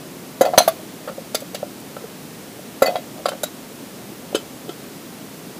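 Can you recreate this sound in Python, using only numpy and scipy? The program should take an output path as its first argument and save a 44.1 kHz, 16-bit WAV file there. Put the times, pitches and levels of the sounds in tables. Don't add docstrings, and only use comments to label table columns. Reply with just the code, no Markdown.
import sys
import numpy as np
from scipy import signal
from scipy.fft import rfft, irfft
from scipy.io import wavfile

SR = 44100
rng = np.random.default_rng(int(sys.argv[2]) if len(sys.argv) > 2 else 0)


def decibels_to_gain(level_db):
    exponent = np.asarray(level_db, float) / 20
    return 10 ** exponent


def dump_mix(stems):
    frames = np.atleast_2d(stems).T
    limited = np.clip(frames, -1, 1)
    pcm = np.round(limited * 32767).astype(np.int16)
    wavfile.write(sys.argv[1], SR, pcm)


N = 246519


def in_samples(s):
    return int(round(s * SR))


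def rms_one(x):
    return x / np.sqrt(np.mean(x ** 2) + 1e-20)


def peak_one(x):
    return x / np.max(np.abs(x))


def dying(t60, seconds):
    return decibels_to_gain(-60 * np.arange(in_samples(seconds)) / SR / max(t60, 1e-3))


def add(out, s, piece):
    part = out[in_samples(s):in_samples(s) + len(piece)]
    part += piece[:len(part)]


def ring(force, hz, t60):
    radius = decibels_to_gain(-60 / (max(t60, 1e-3) * SR))
    angle = 2 * np.pi * hz / SR
    return signal.lfilter([0, np.sin(angle)], [1, -2 * radius * np.cos(angle), radius ** 2], force)


def coloured(x, spectrum, tilt_db=0):
    hz = np.maximum(np.arange(len(x) // 2 + 1) * SR / len(x), 1)
    points_hz, points_db = np.array(spectrum).T
    shape_db = np.interp(np.log(hz), np.log(points_hz), points_db)
    return irfft(rfft(x) * decibels_to_gain(shape_db + tilt_db * np.log2(hz / 5000)), len(x))


def knocks():
    # t/s, peak level/dB, thump f/Hz, thump t60/s
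    single_knocks = [(0.578, 6, 630, 0.013), (0.604, -6, 701, 0.015), (0.677, -2.5, 654, 0.027),
                     (0.794, -30.5, 619, 0.042), (1.075, -20, 544, 0.025), (1.095, -21, 553, 0.024),
                     (1.112, -27, 550, .03), (1.18, -22, 543, 0.041), (1.346, -14, 626, 0.015),
                     (1.42, -24.5, 554, 0.038), (1.546, -19, 580, 0.016), (1.629, -13, 584, 0.019),
                     (1.967, -23, 570, 0.014), (2.039, -25, 448, 0.068), (2.593, -28.5, 595, 0.019),
                     (3.193, -29, 596, 0.025), (3.256, -10.5, 557, 0.021), (3.285, -14, 600, 0.017),
                     (3.317, -21, 530, 0.021), (3.332, -24, 590, 0.026), (3.351, -32, 557, 0.035),
                     (3.434, -13.5, 608, 0.023), (4.116, -29.5, 339, 0.073), (4.3278, -21.5, 580, 0.0081),
                     (4.347, -11.5, 407, 0.011), (4.363, -17.5, 430, 0.023), (4.68, -28.5, 420, 0.032),
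                     (4.691, -20, 349, 0.03)]
    # t/s, peak
    # level/dB, f/Hz, t60/s
    second_voices = [
        (.5778, -11, 558, 0.077),
        (.614, -19.5, 715, 0.045),
        (.686, -15, 650, 0.068),
        (1.3468, -20, 440, 0.017),
        (3.2568, -13.5, 730, 0.026),
        (3.3185, -30, 686, 0.034),
        (4.346, -17, 556, 0.051),
        (4.3465, -15.5, 339, 0.018),
        (1.085, -25, 570, 0.017),
        (4.354, -22, 433, 0.016),
    ]
    # t/s, peak level/dB, side mode f/Hz
    set_downs = [
        (0.4097, 0, 624),
        (2.8207, 0, 462),
    ]
    # level re peak/dB, f/Hz, t60/s
    landing = [
        (0.5, 536.6, 0.036),
        (-11.5, 270, 0.013),
    ]
    rows = single_knocks + second_voices
    for s, peak_db, side_hz in set_downs:
        rows = rows + [(s, peak_db + db, hz, t60) for db, hz, t60 in landing]
        rows = rows + [(s, peak_db - 12.5, side_hz, 0.048)]
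    return rows


def pot():
    # f/Hz, level/dB, t60/s
    upper_wall = [(1000, 0, 0.07), (1230, 16, 0.025), (1370, 28, 0.04), (1600, 5, .035), (1960, 3, .03),
                  (2220, 0, .03)]
    shoulder_hz, shoulder_db, shoulder_t60 = 719, -14, 0.063
    thud_hz, thud_db, thud_t60 = 337, -19, 0.013
    linger_db, linger_t60 = -30.5, 0.18
    upper_db = -14.5
    out = np.zeros(N)
    t = np.arange(in_samples(.25)) / SR
    swell = 1 - np.exp(-(t / 0.0021) ** 1.5)
    push = -swell * dying(0.002, .25)
    shoulder = -peak_one(swell * dying(shoulder_t60, .25) * np.sin(2 * np.pi * shoulder_hz * t))
    thud = decibels_to_gain(thud_db) * peak_one(ring(push, thud_hz, thud_t60))
    for s, peak_db, hz, t60 in knocks():
        fade = dying(t60, .25) + decibels_to_gain(linger_db) * dying(linger_t60, .25)
        thump = -peak_one(swell * fade * np.sin(2 * np.pi * hz * t))
        uneven_db = 2.5 * rng.standard_normal(len(upper_wall))
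        upper = peak_one(sum(decibels_to_gain(db + e) * ring(push, f, d)
                             for (f, db, d), e in zip(upper_wall, uneven_db)))
        knock = thump + decibels_to_gain(shoulder_db) * shoulder + decibels_to_gain(upper_db) * upper + thud
        add(out, s - .0001, decibels_to_gain(peak_db) * knock)
    return out


def rocking():
    # t/s, peak level/dB, favoured f/Hz
    touches = [(.419, -21, 690), (.433, -12, 537), (.446, -11, 547), (.452, -11, 675), (.462, -7.5, 690),
               (.471, -10.5, 720), (.478, -14, 593), (.489, -18, 600), (.498, -28, 620), (.511, -25, 570),
               (.529, -24, 724), (0.535, -9, 740), (.547, -18, 690), (.555, -23, 690), (.620, -23, 610),
               (.639, -26, 590), (.658, -33, 620), (.720, -30, 650), (2.828, -19, 720), (2.845, -13.5, 545),
               (2.859, -12.5, 660), (2.870, -18, 716), (2.882, -7.5, 587), (2.893, -20, 694),
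               (2.900, -17, 640), (2.910, -22, 640), (2.924, -22, 630), (2.931, -25, 560),
               (2.943, -20, 640), (2.9551, -10.5, 670), (2.972, -31, 710), (2.985, -26, 580),
               (3.163, -31, 634), (3.181, -31, 640), (3.206, -30, 640), (3.27, -24, 590), (3.340, -34, 647)]
    # f/Hz, level/dB, t60/s
    wall = [(554, 3.5, 0.05), (634, 4, 0.049), (711.5, 1.5, 0.072)]
    favour_hz = 43
    out = np.zeros(N)
    t = np.arange(in_samples(.25)) / SR
    swell = 1 - np.exp(-t / 0.0019)
    for s, peak_db, favoured_hz in touches:
        rings = sum(decibels_to_gain(db - ((hz - favoured_hz) / favour_hz) ** 2) * dying(t60, .25)
                    * np.sin(2 * np.pi * hz * t) for hz, db, t60 in wall)
        add(out, s, -decibels_to_gain(peak_db) * peak_one(swell * rings))
    return out


def metal(hits, modes, crack_colour):
    out, size = np.zeros(N), in_samples(.3)
    swell = 1 - np.exp(-np.arange(size) / SR / 0.0014)
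    for s, peak_db, t60, ring_db, tilt_db in hits:
        crack_noise, chatter_noise = rng.standard_normal((2, size))
        uneven_db = 2.5 * rng.standard_normal(len(modes))
        crack = rms_one(coloured(crack_noise, crack_colour, tilt_db)) * swell * dying(t60, .3)
        chatter = chatter_noise * dying(t60 * 0.5, .3)
        rings = sum(decibels_to_gain(db + e + tilt_db * np.log2(hz / 5000)) * peak_one(ring(chatter, hz, d))
                    for (hz, db, d), e in zip(modes, uneven_db))
        add(out, s - .0003, decibels_to_gain(peak_db) * (decibels_to_gain(-3.5) * crack + decibels_to_gain(ring_db - 11.5) * rings))
    return out


def lid():
    # t/s, peak level/dB, crack t60/s, ring level/dB, tilt/(dB/octave)
    hits = [
        (.5775, 3, 0.037, -4.5, -3.5),
        (.5822, 4, 0.036, -3, 3),
        (.604, -26, 0.033, -5, 7),
        (.611, -25.5, 0.37, -6, 3),
    ]
    # t/s, peak level/dB, crack t60/s, ring level/dB, tilt/(dB/octave)
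    rattle = [
        (.590, -16, .02, 0, 4),
        (.597, -25, .02, -4, 0),
        (.619, -29, 0.023, 5, 0),
        (.631, -32, .025, 2, 0),
        (.648, -33, .03, 4, 0),
    ]
    # f/Hz, level/dB, t60/s
    modes = [(1710, -22, 0.06), (1391, -18, 0.11), (2930, -15, 0.09), (3300, -11, 0.07), (3510, -10, 0.046),
             (4076, 0, 0.056), (4298, -4, 0.11), (4490, -12, .1), (5000, -22, .08), (5750, -7, 0.072),
             (6172, -1.5, 0.058), (7800, -14, .045), (7960, -17, 0.076), (9050, -2.5, 0.058),
             (9200, -15, 0.059), (9770, -11, .065), (10700, -9, 0.035), (11100, -18, 0.13),
             (13520, -28, 0.072), (14900, -19, .045), (14700, -16, .05)]
    # f/Hz, density/(dB/Hz)
    crack_colour = [(590, -4), (1150, 10.5), (3200, -3), (4190, 4.5), (5400, -8), (6260, -8), (8540, -10),
                    (9250, -14), (9690, -8.5), (15500, -9.5)]
    return metal(hits, modes, crack_colour) + metal(rattle, modes, crack_colour)


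def rim():
    # t/s, peak level/dB, crack t60/s, ring level/dB, tilt/(dB/octave)
    hits = [
        (.6775, -11.5, 0.057, -2, -1),
        (.682, -11, 0.039, -1.5, 2),
    ]
    # f/Hz, level/dB, t60/s
    modes = [(1154, 4, 0.044), (1620, -11, 0.03), (2530, -14, .04), (3510, -8, 0.077), (4600, -8, 0.03),
             (6340, -6, .03), (7640, -11, .05), (9040, -12, .035), (11260, -1, .04), (14800, 1, .03)]
    # f/Hz, density/(dB/Hz)
    crack_colour = [(710, -37), (1200, -2.5), (3080, -14), (3540, -4.5), (4070, -17), (4570, -10.5),
                    (7980, -22), (9080, -13), (15500, -12)]
    return metal(hits, modes, crack_colour)


def burner():
    # t/s, peak level/dB, crack t60/s, ring level/dB, tilt/(dB/octave)
    hits = [
        (.4098, -13, 0.079, -7, 0.15),
        (.4153, -11.5, 0.041, 3, 1),
        (2.8218, -22, 0.021, 14.5, -0.91),
        (2.8265, -10, 0.05, -3.5, -0.1),
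        (2.833, -22, 0.059, -7, 1),
    ]
    # f/Hz, level/dB, t60/s
    modes = [(1383, 6, 0.029), (2020, -17, 0.13), (2750, -23, .12), (3850, -6, 0.066), (4830, -5.5, 0.037),
             (6480, -9, 0.056), (7410, -8, 0.044), (10060, -7.5, 0.028), (11900, -6, 0.031),
             (14400, -3.5, .03)]
    # f/Hz, density/(dB/Hz)
    crack_colour = [(1100, 5.5), (1390, 5), (2010, 3), (2330, -7.5), (4760, -4), (5350, -14), (6600, 0.5),
                    (8330, -15), (10800, -2), (15500, -16)]
    return metal(hits, modes, crack_colour)


def prongs():
    # t/s, peak level/dB, crack t60/s, ring level/dB, tilt/(dB/octave)
    rebounds = [
        (.4505, -20.5, 0.073, -1.5, -4.5),
        (.4548, -23, .04, -9, 4),
        (.468, -20.5, 0.11, -12, -6),
        (2.8592, -18, 0.042, 2.5, -5),
        (2.8636, -16, 0.029, -5, 3),
        (2.872, -19.5, 0.056, 1, -5.5),
        (2.885, -32, 0.25, -9, -4),
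    ]
    # f/Hz, level/dB, t60/s
    prong_modes = [(1830, -7, 0.037), (2030, -10, 0.08), (2710, -24, .14), (3350, -11, .05),
                   (4500, 4.5, 0.049), (4750, -3, .045), (7040, -2, .04), (11500, -6, .03),
                   (14500, -2, .03)]
    # t/s, peak level/dB, crack t60/s, ring level/dB, tilt/(dB/octave)
    tine_hits = [
        (.424, -34, 0.026, 13.5, -2),
        (.452, -32.5, .02, 16, -3.5),
        (2.832, -31.5, 0.015, 12.5, -5),
        (2.866, -16, 0.016, 15, 9),
        (2.958, -35, 0.013, 13, 2),
    ]
    # f/Hz, level/dB, t60/s
    tine_modes = [(2035, -1.5, 0.13), (2526, -11, 0.15), (3078, -17, 0.1)]
    # t/s, peak level/dB, crack t60/s, ring level/dB, tilt/(dB/octave)
    grit_hits = [
        (.424, -29, .04, -2, -2),
        (.434, -29, .04, -4, -8),
        (.462, -27, .04, -2, -2),
        (.478, -31, .04, -2, -5),
        (.490, -34, .05, -2, -2),
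        (2.843, -32, .04, 1, -6),
        (2.878, -28, .04, 0, -1),
        (2.895, -34, .05, -2, -2),
        (2.9565, -22.5, 0.021, 3, -2),
    ]
    # f/Hz, level/dB, t60/s
    grit_modes = [(985, -8, .03), (1090, -1, .04), (1380, 2, .06), (1800, -5, .04), (3304, -3, .06),
                  (3840, -6, .05), (4415, -8, .06), (5100, -7, .05)]
    # f/Hz, density/(dB/Hz)
    crack_colour = [(710, -28), (1200, -2), (2030, -15), (2360, -17), (2510, -6), (3980, -5), (4530, -18),
                    (5670, -9), (7170, -13), (15500, -7)]
    pairs = [(rebounds, prong_modes), (tine_hits, tine_modes), (grit_hits, grit_modes)]
    return sum(metal(hits, modes, crack_colour) for hits, modes in pairs)


def stand():
    # t/s, peak level/dB, crack t60/s, ring level/dB, tilt/(dB/octave)
    hits = [(.536, -20.5, 0.081, -6, -5.5), (1.077, -29, 0.077, 1, -5), (1.090, -29, 0.03, 4, -3),
            (1.969, -32.5, 0.029, 3.5, -1.5), (2.9565, -15, 0.032, -8, -4), (2.965, -27, 0.043, -7, 2),
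            (3.2566, -16, 0.054, 8, -2.5), (3.2612, -14.5, 0.029, -5, 3), (3.285, -14, 0.019, 2.5, 1),
            (3.2897, -16, 0.033, 0, 4.5), (3.318, -26, 0.04, -8, -9), (3.333, -29, 0.029, -13, -3.5)]
    # f/Hz, level/dB, t60/s
    modes = [(990, -35, 0.027), (1319, 0, 0.033), (1620, -19, 0.018), (2100, -22, .035), (2450, -24, 0.028),
             (3400, -18, 0.04), (3870, -12, 0.03), (7500, -7.5, 0.016), (10300, -10, .02)]
    # t/s, peak level/dB, crack t60/s, ring level/dB, tilt/(dB/octave)
    foot_hits = [
        (1.0755, -34, .02, 2, -0.5),
        (1.084, -31, .025, 4, -3),
        (1.096, -36, .02, 3, -1.5),
        (1.966, -39, 0.018, 3, -4),
        (3.291, -31, 0.023, 6, -1),
        (3.3205, -37, .03, 4, -4),
        (3.332, -33, .025, 3, 1),
    ]
    # f/Hz, level/dB, t60/s
    foot_modes = [(860, 4, .025), (1180, -14, 0.027), (1320, 8, .035), (1490, 3, .03), (1760, -6, .035),
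                  (2600, -13, .03), (3150, -2, .03)]
    # f/Hz, density/(dB/Hz)
    crack_colour = [(590, -32), (1150, 1), (1290, -12), (2390, -14), (4760, -11.5), (5460, -22),
                    (8340, -25), (10300, -22.5), (14100, -34), (15500, -30)]
    return metal(hits, modes, crack_colour) + metal(foot_hits, foot_modes, crack_colour)


def handle():
    # t/s, peak level/dB, crack t60/s, ring level/dB, tilt/(dB/octave)
    hits = [
        (1.3465, -10.5, 0.023, -5, 0.5),
        (1.351, -7, 0.03, -1.5, 0),
        (1.365, -35, 0.12, -6, 10),
        (1.404, -25.5, 0.046, -4, 2),
        (1.546, -19.5, 0.046, -2, 1),
        (1.551, -23, 0.057, -17, -3.5),
        (1.800, -35, .03, -3, 11.5),
    ]
    # f/Hz, level/dB, t60/s
    modes = [(1380, -3, 0.043), (2200, -12, 0.054), (3550, -8, 0.026), (3820, -9, 0.02),
             (4770, -3.5, 0.029), (6320, -2.5, 0.028), (7870, -3, 0.034), (10180, -1, 0.023),
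             (10300, -4, .018), (12000, -25.5, .02), (14000, -12, .02)]
    # t/s, peak level/dB, crack t60/s, ring level/dB, tilt/(dB/octave)
    latch_hits = [
        (3.4332, -15, 0.023, 2.5, 2),
        (3.438, -13, 0.042, 0, 2.5),
    ]
    # f/Hz, level/dB, t60/s
    latch_modes = [(1456, 2.5, 0.023), (3860, 0.5, 0.031), (4830, -9, .035), (6580, -1, 0.03),
                   (7450, -1.5, .03), (10340, 1, 0.023), (12200, -8, .025)]
    # f/Hz, density/(dB/Hz)
    crack_colour = [(740, -49), (1250, -8.5), (3090, -4), (3820, -0.5), (5460, -7), (7730, -5.5),
                    (9450, -13.5), (10300, -9.5), (14600, -8), (15500, -9.5)]
    return metal(hits, modes, crack_colour) + metal(latch_hits, latch_modes, crack_colour)


def cup():
    # t/s, peak level/dB, crack t60/s, ring level/dB, tilt/(dB/octave)
    hits = [
        (4.347, -16, 0.073, -1.5, -1.3),
        (4.352, -14, 0.047, -1.5, 1.4),
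        (4.692, -26, 0.04, -2.3, -0.97),
    ]
    # f/Hz, level/dB, t60/s
    modes = [(1349, 0, 0.11), (2535, -8, 0.09), (2604, -7, 0.11), (3040, 2, 0.059), (3290, -5, 0.1),
             (3512, -10, 0.07), (3900, -18, 0.12), (4410, -6, 0.091), (5040, -9, 0.12), (6370, -6, 0.07),
             (7420, -13, 0.17), (8000, -11, 0.1)]
    # f/Hz, density/(dB/Hz)
    crack_colour = [(590, -12), (1000, -11.5), (1360, -1), (2340, -16), (2590, -9), (2810, -10), (3410, -3),
                    (5780, -17), (9910, -16), (15500, -26)]
    return metal(hits, modes, crack_colour)


def pings():
    # t/s, peak level/dB, f/Hz, t60/s
    partials = [(.420, -30, 2030, .09), (.455, -31, 2030, .1), (.412, -25, 3080, .06),
                (.454, -29, 1391, .08), (.580, -12, 4090, 0.12), (.582, -15, 4298, 0.09),
                (.584, -16, 6172, .06), (.583, -18, 9040, .05), (0.582, -11, 985, .04),
                (1.352, -25, 2207, .05), (1.551, -33, 2880, .05), (2.828, -25, 4830, .045),
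                (2.832, -22, 2035, 0.12), (2.823, -32, 3850, .08), (2.866, -28.5, 2526, .17),
                (2.874, -28, 4500, .04), (2.957, -29, 3870, .03), (2.957, -24, 985, .03),
                (2.962, -32, 3400, .04), (3.256, -23, 4830, .05), (3.262, -31, 2160, .04),
                (3.292, -28, 3080, .06), (3.437, -27, 3860, 0.044)]
    out = np.zeros(N)
    t = np.arange(in_samples(.25)) / SR
    swell = 1 - np.exp(-t / .002)
    for s, peak_db, hz, t60 in partials:
        add(out, s, decibels_to_gain(peak_db) * swell * dying(t60, .25) * np.sin(2 * np.pi * hz * t))
    return out


def surroundings(x):
    echo_db, echo_t60, delay_s = -15.5, .14, .008
    tail = rng.standard_normal(in_samples(.4)) * dying(echo_t60, .4)
    tail = signal.sosfilt(signal.butter(2, [1500, 6600], "band", fs=SR, output="sos"), tail)
    tail = tail / np.sqrt(np.sum(tail ** 2))
    tail = np.concatenate([np.zeros(in_samples(delay_s)), tail])
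    return decibels_to_gain(echo_db) * signal.fftconvolve(x, tail)[:N]


def forest():
    # f/Hz, density/(dB/Hz)
    forest_colour = [(15, -64), (25, -34), (96, -16), (119, -9), (169, -3.5), (216, -2.5), (253, -2),
                     (360, -6.5), (584, -11), (633, -11.5), (785, -15.5), (1420, -20), (13600, -27),
                     (15600, -22)]
    stir_s, stir_db, stir_width_s = 0.64, 1.4, 0.19
    t = np.arange(N) / SR
    level_db = -36 + stir_db * np.exp(-((t - stir_s) / stir_width_s) ** 2)
    hiss = rms_one(coloured(rng.standard_normal(N), forest_colour))
    hiss = signal.sosfilt(signal.cheby2(14, 45, 15550, fs=SR, output="sos"), hiss)
    return decibels_to_gain(level_db) * hiss


def scene():
    cookware = pot() + rocking() + pings()
    cookware += lid() + rim() + burner() + prongs() + stand() + handle() + cup()
    cookware = signal.sosfilt(signal.butter(2, 210, "high", fs=SR, output="sos"), cookware)
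    return (cookware + surroundings(cookware) + forest())[None]


def top_cut(x):
    return signal.sosfilt(signal.butter(12, 15770, fs=SR, output="sos"), x)


def record(dry):
    cut = signal.sosfilt(signal.cheby2(14, 40, 15850, fs=SR, output="sos"), dry)
    return top_cut(np.clip(cut, -1, 1))


dry = scene()
out = record(dry)
dump_mix(out)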